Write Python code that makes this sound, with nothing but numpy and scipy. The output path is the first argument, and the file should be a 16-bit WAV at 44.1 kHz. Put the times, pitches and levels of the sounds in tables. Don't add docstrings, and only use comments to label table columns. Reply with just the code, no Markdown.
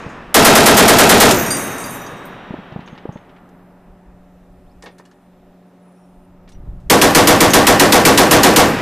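import sys
import numpy as np
from scipy import signal
from scipy.io import wavfile
from scipy.ndimage import uniform_filter1d

SR = 44100
rng = np.random.default_rng(int(sys.argv[2]) if len(sys.argv) > 2 else 0)


def natural_amplitude(level_db):
    exponent = np.asarray(level_db, float) / 20
    return 10 ** exponent


def inscribe(sig):
    pcm = np.round(np.clip(np.atleast_2d(sig).T, -1, 1) * 32767)
    wavfile.write(sys.argv[1], SR, pcm.astype(np.int16))


N = 388521

# start in seconds, relative strength in dB.
NEAR_SHOTS = [(-0.69, -0.5), (-2.2, -1), (-1.08, 0), (.342, 0.5), (.447, 2), (.551, -2), (.66, -1),
              (.773, -0.5), (.88, -2), (.984, -0.5), (1.092, -0.5), (1.203, 0)]
# start in seconds, relative strength in dB.
FAR_SHOTS = [(6.8983, -1.5), (7.0141, -2.5), (7.148, 0.5), (7.2714, 0), (7.404, -3), (7.534, 0),
             (7.6677, -1), (7.7956, -2), (7.9217, -0.5), (8.0504, -0.5), (8.1749, -1.5), (8.3099, 0.5),
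             (8.4314, -0.5), (8.5604, 0.5)]
# frequency in Hz, relative level in dB, build-up in seconds, 60 dB decay time in seconds.
NEAR_BLAST = [(60, -6, 0.028, 0.44), (170, 4.5, 0.04, 0.72), (348, 9.5, 0.017, 0.52),
              (800, 13, 0.0092, 0.42), (2009, 13, .006, 0.32), (5000, 7.5, 0.0048, 0.39),
              (12000, 14, .003, 0.084)]
FAR_BLAST = [(57, -10.5, 0.0072, 0.5), (150.6, 6, 0.029, .45), (320, 13, 0.0091, 0.37),
             (800, 12, 0.012, 0.35), (2040, 7.5, 0.0021, 0.31), (5000, 7, 0.0013, 0.3),
             (12350, 10, 0.0045, 0.13)]
# frequency in Hz, width in Hz, boost over the blast in dB.
NEAR_RESONANCES = [(204, 81, 3.5), (300, 12, 4), (371, 38, 5), (476, 25, 3), (624, 12, 2), (716, 110, 4),
                   (877, 41, 0.5), (1340, 48, 4), (2390, 68, 1.5)]
FAR_RESONANCES = [(283, 120, 2.4), (375, 17, 4.3), (402, 13, 2.1), (493, 15, 6.1), (620, 13, 4.3),
                  (702, 14, 2.4), (816, 18, 7.2), (980, 43, 3), (1130, 39, 6), (1580, 44, 4),
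                  (1840, 250, 4.5)]
# frequency in Hz, early relative level in dB,
# early 60 dB decay time in seconds, late relative level in dB, late 60 dB decay time in seconds.
ECHO = [(60, -35, 0.9, -50.5, 5.9), (162.3, -19, 1.6, -34.5, 6.5), (400, -16.5, 1.6, -35, 6.2),
        (996, -24.5, 1.5, -26.5, 4.6), (2040, -15, 1.43, -26.5, 3.8), (3300, -25, 1.7, -48.5, 2.9),
        (5500, -24.5, 1.7, -61, 2.4), (12000, -43, 0.65, -84, 1.4)]
# nominal frequency in Hz, relative level in dB, nominal 60 dB decay time in seconds.
MOUNT_MODES = [(3760, -30, 3.9), (5740, -34, 3.0), (7040, -40.5, 2.3), (7636, -40.5, 1.8), (8048, -48, 2),
               (8790, -37.5, 1.3), (10900, -44, 1.4)]
# frequency in Hz, rms level in dB before wavering.
HUM_LINES = [(120, -68), (180, -50.5), (225, -67), (270, -60.5), (285, -63.5), (360, -68), (375, -61.5),
             (585, -63), (600, -72.5), (720, -65.5), (810, -71)]
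# frequency in Hz, relative density in dB per Hz.
WASH_SPECTRUM = [(35, -46), (60, -14.5), (129, -15), (182, -3.5), (324, -13), (381, -5.5), (428, -17.5),
                 (591, -9.5), (938, -15), (4950, -40.5), (15000, -41.5)]
# time in seconds, level in dB.
GUSTS = [(0, -50), (.32, -45), (3.2, -58), (3.84, -56), (3.9, -46), (4.02, -60), (4.1, -45), (4.3, -53),
         (4.77, -46), (5.02, -70), (5.5, -53), (5.64, -72), (5.99, -72), (6.1, -56), (6.5, -46),
         (6.62, -31), (6.76, -32), (6.82, -38), (6.88, -32), (7.0, -45)]
# time in seconds, nominal peak level in dB, nominal pitch in Hz.
BUFFETS = [(3.878, -38, 34.8), (4.083, -34, 45), (4.49, -39, 32), (6.17, -41, 35), (6.677, -23, 46)]
# start in seconds, relative level in dB,
# pitch of the favoured ring in Hz, share of the free ring time.
CASE_HITS = [(0.0014, -45, 7000, 0.54), (0.0912, -42.5, 6650, 0.44), (1.3703, -15, 6440, 0.16),
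             (1.3974, -16.5, 6300, 0.15), (1.4514, -22, 5370, 0.28), (1.5055, -11, 8800, 0.84),
             (1.508, -10.5, 4730, 0.85), (1.84, -25, 4700, 0.82), (1.5948, -18, 10500, 0.97),
             (1.7823, -21, 9000, 0.26), (1.8024, -24, 8800, 0.73), (1.8614, -24.5, 11600, 0.4),
             (1.9071, -24.5, 11500, 0.76), (1.9444, -29, 10900, 0.49), (2.0647, -29, 5130, 0.26),
             (2.2548, -32, 14400, 0.4), (2.8624, -51, 6440, 0.6), (3.1243, -49.5, 6440, 0.41),
             (7.5054, -15, 6410, 0.21)]
# nominal frequency in Hz, relative level in dB, 60 dB decay time in seconds.
CASE_MODES = [(4750, -6, 0.3), (5695, -12, .5), (5920, -10, 0.49), (6200, -15, .5), (6440, -6.5, 0.95),
              (6600, -15.5, .5), (7150, -11, 0.79), (7700, -14.5, 0.84), (8200, -16.5, 0.72),
              (8800, -7, 0.96), (9200, -20, 0.36), (10670, -9.5, .7), (10900, -15, 0.25),
              (11660, -7.5, 0.2), (11800, -13.5, .3), (12100, -17.5, .4), (13090, -12, .5),
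              (13810, -10.5, .35), (14200, -13, .3), (14900, -10, .35), (14950, -9, .3)]
# start in seconds, nominal peak level in dB, nominal pitch in Hz.
THUMPS = [(0.063, -18, 136), (2.506, -15.5, 189), (2.539, -15.5, 301), (2.587, -23.5, 188),
          (2.722, -23, 143), (2.76, -14.5, 172), (2.791, -20.5, 190), (2.928, -22.5, 185),
          (3.054, -16, 377), (3.09, -16, 149), (3.157, -20, 195)]
# nominal delay after the shot in seconds, level in dB, 60 dB decay time in seconds.
NEAR_BOLT = [(.052, -10, 0.072), (.082, -14.5, 0.18), (.108, -5.5, .07), (.141, -16.5, 0.043)]
FAR_BOLT = [(0.044, -14.5, 0.032), (0.094, -23, 0.026)]
# relative level in dB, build-up in seconds, 60 dB decay time in seconds.
NEAR_RATTLE = (-14, 0.037, .6)
FAR_RATTLE = (-15.5, .06, 0.73)
# start in seconds, level in dB.
TICKS = [(2.722, -43), (2.805, -42), (2.876, -39.5), (2.952, -47), (2.977, -39), (3.171, -46), (3.293, -49),
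         (3.363, -50)]
# start in seconds, level in dB, 60 dB decay time in seconds,
# centre in Hz, relative level of the metal ring in dB.
HANDLING = [(3.49, -60, .06, 6000, -30), (4.824, -37.5, .04, 4400, -14), (4.833, -38, 0.15, 600, -7),
            (4.838, -49, 0.12, 7000, -20), (4.86, -38, 0.14, 2600, -8), (4.866, -35.5, 0.13, 553, -30),
            (4.983, -48, 0.089, 5500, -3), (4.996, -42, 0.1, 900, -14), (5.053, -53, 0.087, 5000, -1),
            (5.113, -54.5, .08, 4000, -4), (5.33, -55, .05, 800, -14), (6.477, -51.5, 0.17, 2500, -20),
            (6.49, -51, .12, 5500, -20), (6.52, -51, 0.074, 5000, -12), (6.55, -56, .08, 1810, -15),
            (6.8, -64, .15, 5000, -30)]
# nominal frequency in Hz, relative level in dB, 60 dB decay time in seconds before damping.
GEAR_MODES = [(610, -3, 0.054), (930, -6, .06), (1240, -11, .06), (1513, -12, .07), (1825, 6, 0.09),
              (2220, 2, 0.039), (3560, -5, 0.054), (2900, -1, .05), (4300, -11, .05), (4770, -14, .06),
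              (5300, -12, .08)]
# start in seconds, length in seconds, frequency in Hz, level in dB.
SHIMMER = [(4.905, .07, 9150, -72), (5.19, .1, 9100, -77), (5.651, .08, 9350, -78),
           (5.79, 0.44, 10400, -75), (5.9, 0.37, 9200, -75), (5.94, 0.2, 5550, -76),
           (6.2, 0.092, 9350, -75), (6.518, 0.063, 5820, -64)]


def rms_one(x):
    return x / np.sqrt(np.mean(x ** 2) + 1e-20)


def at_hz(rows, hz):
    known, *columns = np.transpose(rows)
    return [np.interp(np.log(hz), np.log(known), c) for c in columns]


def band(x, low, high, order=2):
    sos = signal.butter(order, [low, min(high, SR / 2.2)], "band", fs=SR, output="sos")
    return signal.sosfilt(sos, x)


def drift(rate):
    knots = rng.standard_normal(400)
    return np.interp(np.arange(N) / SR * rate, np.arange(400), knots)


def noise_bands(size):
    white = [rng.standard_normal(size), rng.standard_normal(size)]
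    edges = 30 * 2 ** np.arange(0, 9.6, .5)
    pairs = enumerate(zip(edges, edges[1:]))
    return [(np.sqrt(low * high), band(white[k % 2], low, high)) for k, (low, high) in pairs]


def dying(t, t60):
    return np.exp(-np.log(1000) * t / np.maximum(t60, .003))


def add(out, s, sound):
    at = round(s * SR)
    part = sound[max(-at, 0):N - at]
    out[max(at, 0):max(at, 0) + len(part)] += part


def struck(modes, t, lasting, detune, uneven_db):
    hz, level_db, t60 = np.transpose(modes)[:, :, None]
    luck = rng.standard_normal((2, len(modes), 1))
    phase = (2 * np.pi * hz * (1 + detune * luck[1]) * t % (2 * np.pi)).astype(np.float32)
    fade = dying(t, t60 * lasting).astype(np.float32)
    return natural_amplitude(level_db + uneven_db * luck[0]) * fade * np.sin(phase)


def push(t, hz, cycles):
    return -np.sin(2 * np.pi * hz * t) * t * hz * dying(t * hz, cycles) * 5.2


def blast(table, resonances):
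    t, out = np.arange(2 * SR // 3) / SR, 0
    for hz, noise in noise_bands(size=(3, len(t))):
        level_db, rise, t60 = at_hz(table, hz)
        envelope = (1 - np.exp(-t / max(rise, 1e-4))) * dying(t, t60)
        out = out + rms_one(noise) * natural_amplitude(level_db) * envelope
    for hz, width, boost_db in resonances:
        r = np.exp(-np.pi * width / SR)
        zeros = [(1 - r * r) / 2, 0, (r * r - 1) / 2]
        poles = [1, -2 * r * np.cos(2 * np.pi * hz / SR), r * r]
        peak = signal.lfilter(zeros, poles, out)
        out = out + (natural_amplitude(boost_db) - 1) * peak
    return out * (1 - t / t[-1])


def echo():
    t, out = np.arange(7 * SR // 2) / SR, 0
    for hz, noise in noise_bands(size=len(t)):
        roll_db, roll_t60, late_db, late_t60 = at_hz(ECHO, hz)
        slopes = natural_amplitude(roll_db) * dying(t, roll_t60) + natural_amplitude(late_db) * dying(t, late_t60)
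        out = out + rms_one(noise) * slopes
    swell = rms_one(band(rng.standard_normal(len(t)), 1100, 3400, order=4))
    out = out + natural_amplitude(-48.5) * swell * np.exp(-((t - 1.35) / 0.62) ** 2)
    return out * (1 - np.exp(-t / 0.15)) * np.minimum(1, 2 * (t[-1] - t))


def gun(shots, replies, roll, change, gas_db, gas_rise, gas_t60, gas_hz):
    out, t = np.zeros(N), np.arange(SR // 4) / SR
    mix = change * rng.standard_normal((len(shots), 2))
    gas_envelope = (1 - np.exp(-t / gas_rise)) ** 2 * dying(t, gas_t60)
    for (s, strength_db), (a, b) in zip(shots, mix):
        reply = (replies[0] + a * replies[1] + b * replies[2]) / np.sqrt(1 + a * a + b * b)
        gas = rms_one(band(rng.standard_normal(len(t)), 1200, gas_hz, order=1))
        add(out, s, natural_amplitude(strength_db) * reply)
        add(out, s, natural_amplitude(strength_db) * roll)
        add(out, s, natural_amplitude(strength_db + gas_db) * gas * gas_envelope)
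    return out


def mount():
    out, t = np.zeros(N), np.arange(2 * SR) / SR
    for (s, _), level_db in ((NEAR_SHOTS[2], -8), (NEAR_SHOTS[-1], 0)):
        rings = np.sum(struck(MOUNT_MODES, t, 0.98, .0004, 0.99), axis=0)
        add(out, s, natural_amplitude(level_db) * rings * (1 - np.exp(-t / 0.39)) * (1 - t / 2))
    return out


def machinery():
    t, out = np.arange(N) / SR, np.zeros(N)
    for hz, level_db in HUM_LINES:
        line = np.sin(2 * np.pi * (hz * t + rng.random()))
        out += np.sqrt(2) * natural_amplitude(level_db) * (1 + 0.23 * drift(11.0)) * line
    return out


def wash():
    out = np.zeros(N)
    for hz, noise in noise_bands(size=N):
        if hz > 100:
            out += noise * natural_amplitude(at_hz(WASH_SPECTRUM, hz)[0]) * (1 + .15 * drift(3.9))
    return natural_amplitude(-53.5) * rms_one(out)


def wind():
    gust_s, gust_db = np.transpose(GUSTS)
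    level_db = np.interp(np.arange(N) / SR, gust_s, gust_db)
    low = band(rng.standard_normal(N), 11, 50)
    high = band(rng.standard_normal(N), 50, 150)
    lumps = low + natural_amplitude(-10.5 + .15 * (level_db + 45.5)) * high
    out = natural_amplitude(level_db) * lumps / np.sqrt(uniform_filter1d(lumps ** 2, size=6000))
    t = np.arange(SR // 6) / SR
    for s, peak_db, hz in BUFFETS:
        add(out, s - .15 / hz, -natural_amplitude(peak_db) * push(t, hz, cycles=3.1))
    return out


def brass():
    out, t = np.zeros(N), np.arange(SR // 4) / SR
    hz = np.transpose(CASE_MODES)[:1].T
    tick = band(np.r_[1, np.zeros(200)], 3000, 15000)
    for s, level_db, centre, lasting in CASE_HITS:
        near_centre = natural_amplitude(-24 * np.abs(np.log2(hz / centre)))
        pair = struck(CASE_MODES, t, lasting, .003, 3.1) + 1.1 * struck(CASE_MODES, t, lasting, 0.011, 2.8)
        add(out, s, natural_amplitude(level_db - 7.0) * np.sum(near_centre * pair, axis=0) * (1 - 4 * t))
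        add(out, s, natural_amplitude(level_db - 10.5) * tick)
    start_s, end_s, settle_s = 1.2, 2.35, 1.94
    fade_db_per_s, settle_db_per_s = 25, 47
    short = t[:SR // 8]
    for s in np.linspace(start_s, end_s, 90) + rng.uniform(-.012, .012, 90):
        rings = np.sum(struck(CASE_MODES[1:], short, .7, 0.013, 7.0), axis=0)
        touch = rings * np.sin(np.pi * (8 * short) ** .3)
        faded_db = fade_db_per_s * (s - start_s) + settle_db_per_s * max(s - settle_s, 0)
        add(out, s, natural_amplitude(-26.5 - faded_db) * touch)
    return out


def thumps():
    out, t = np.zeros(N), np.arange(SR // 20) / SR
    for s, peak_db, hz in THUMPS:
        edge = band(rng.standard_normal(len(t)) * dying(t, 0.044), 270, 920, order=3) * 6
        edge_db = -12 + 2 * np.log2(hz / 190)
        add(out, s, natural_amplitude(peak_db) * (push(t, hz, cycles=2.87) + natural_amplitude(edge_db) * edge))
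    return out


def bolt(shots, clanks, top_hz):
    out, t = np.zeros(N), np.arange(SR // 10) / SR
    for s, _ in shots:
        noise = rng.standard_normal((len(clanks), len(t)))
        steel = rms_one(band(noise, 700, top_hz, order=1))
        for (after, level_db, t60), clank in zip(clanks, steel):
            late = .0015 * rng.standard_normal()
            add(out, s + after + late, natural_amplitude(level_db) * dying(t, t60) * clank)
    return out


def rattle(shots, level_db, rise, t60):
    out, t = np.zeros(N), np.arange(SR // 3) / SR
    envelope = (1 - np.exp(-t / rise)) * dying(t, t60) * (1 - 3 * t)
    for s, _ in shots:
        grains = rng.standard_normal(len(t)) * natural_amplitude(3.5 * rng.exponential(1, len(t)))
        add(out, s, natural_amplitude(level_db) * rms_one(band(grains, 3500, 15000, order=1)) * envelope)
    return out


def handling():
    out, t = np.zeros(N), np.arange(SR // 7) / SR
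    ticks = [(s, level_db, .08, 2000, -12) for s, level_db in TICKS]
    for s, level_db, t60, centre_hz, metal_db in ticks + HANDLING:
        grains = rng.standard_normal(len(t)) * natural_amplitude(1.8 * rng.exponential(1, len(t)))
        rustle = band(grains, centre_hz / 11.0, centre_hz * 1.6)
        rustle = rms_one(band(rustle, 260, centre_hz * 2.04)) * dying(t, t60)
        rings = np.sum(struck(GEAR_MODES, t, 0.64, 0.021, 4.7), axis=0)
        metal = signal.fftconvolve(grains * dying(t, t60), rings)[:len(t)]
        metal = natural_amplitude(metal_db + 8.5) * metal / np.abs(metal).max()
        add(out, s, natural_amplitude(level_db) * (rustle + metal))
    return out


def squeak():
    start_s, length_s = 4.65, .078
    start_hz, rise_hz_per_s = 2500, 38000
    end_db, swell_db = -61, 20
    out, t = np.zeros(N), np.arange(round(length_s * SR)) / SR
    phase = 2 * np.pi * np.cumsum(start_hz + rise_hz_per_s * t) / SR
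    slip = rms_one(band(rng.standard_normal(SR), 25.2, 90))[-len(t):]
    level = natural_amplitude(end_db - swell_db * (1 - t / t[-1]))
    add(out, start_s, level * slip * (np.sin(phase) + .2 * np.sin(2 * phase)))
    return out


def shimmer():
    out = np.zeros(N)
    for s, length, hz, level_db in SHIMMER:
        t = np.arange(round(length * SR)) / SR
        waver = rms_one(band(rng.standard_normal(len(t)), hz - 25, hz + 25))
        add(out, s, natural_amplitude(level_db) * waver * np.sin(np.pi * (t / length) ** 0.57))
    return out


def scene():
    roll = natural_amplitude(8) * echo()
    near = gun(NEAR_SHOTS, blast(NEAR_BLAST, NEAR_RESONANCES), roll, change=0.38,
               gas_db=23, gas_rise=0.0041, gas_t60=0.079, gas_hz=13000)
    far = gun(FAR_SHOTS, blast(FAR_BLAST, FAR_RESONANCES), roll, change=0.83,
              gas_db=16.5, gas_rise=0.0012, gas_t60=0.1, gas_hz=7000)
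    heard_shots = NEAR_SHOTS[3:]
    steel = bolt(heard_shots, NEAR_BOLT, top_hz=10000) + bolt(FAR_SHOTS, FAR_BOLT, top_hz=5000)
    steel = steel + rattle(heard_shots, *NEAR_RATTLE) + rattle(FAR_SHOTS, *FAR_RATTLE)
    steel = steel + mount() + brass() + handling() + squeak() + shimmer()
    alike = natural_amplitude(-14.0) * (near + far) + steel + thumps() + machinery() + wash() + wind()
    return np.array([alike, alike])


def band_limit(x):
    return signal.sosfilt(signal.butter(12, 16010, fs=SR, output="sos"), x)


def record(dry):
    limit, knee = np.where(dry[0] > 0, .59, .55), 5.0
    clipped = dry / (1 + np.abs(dry[0] / limit) ** knee) ** (1 / knee)
    hiss = rms_one(band(rng.standard_normal(N), 2500, 7500))
    hiss = natural_amplitude(-80.0) * hiss * np.array([[1], [-1]])
    top_cut = signal.cheby2(12, 50, 15500, fs=SR, output="sos")
    mix = signal.sosfilt(top_cut, clipped + hiss)
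    return band_limit(np.clip(mix, -1, 1))


dry = scene()
out = record(dry)
inscribe(out)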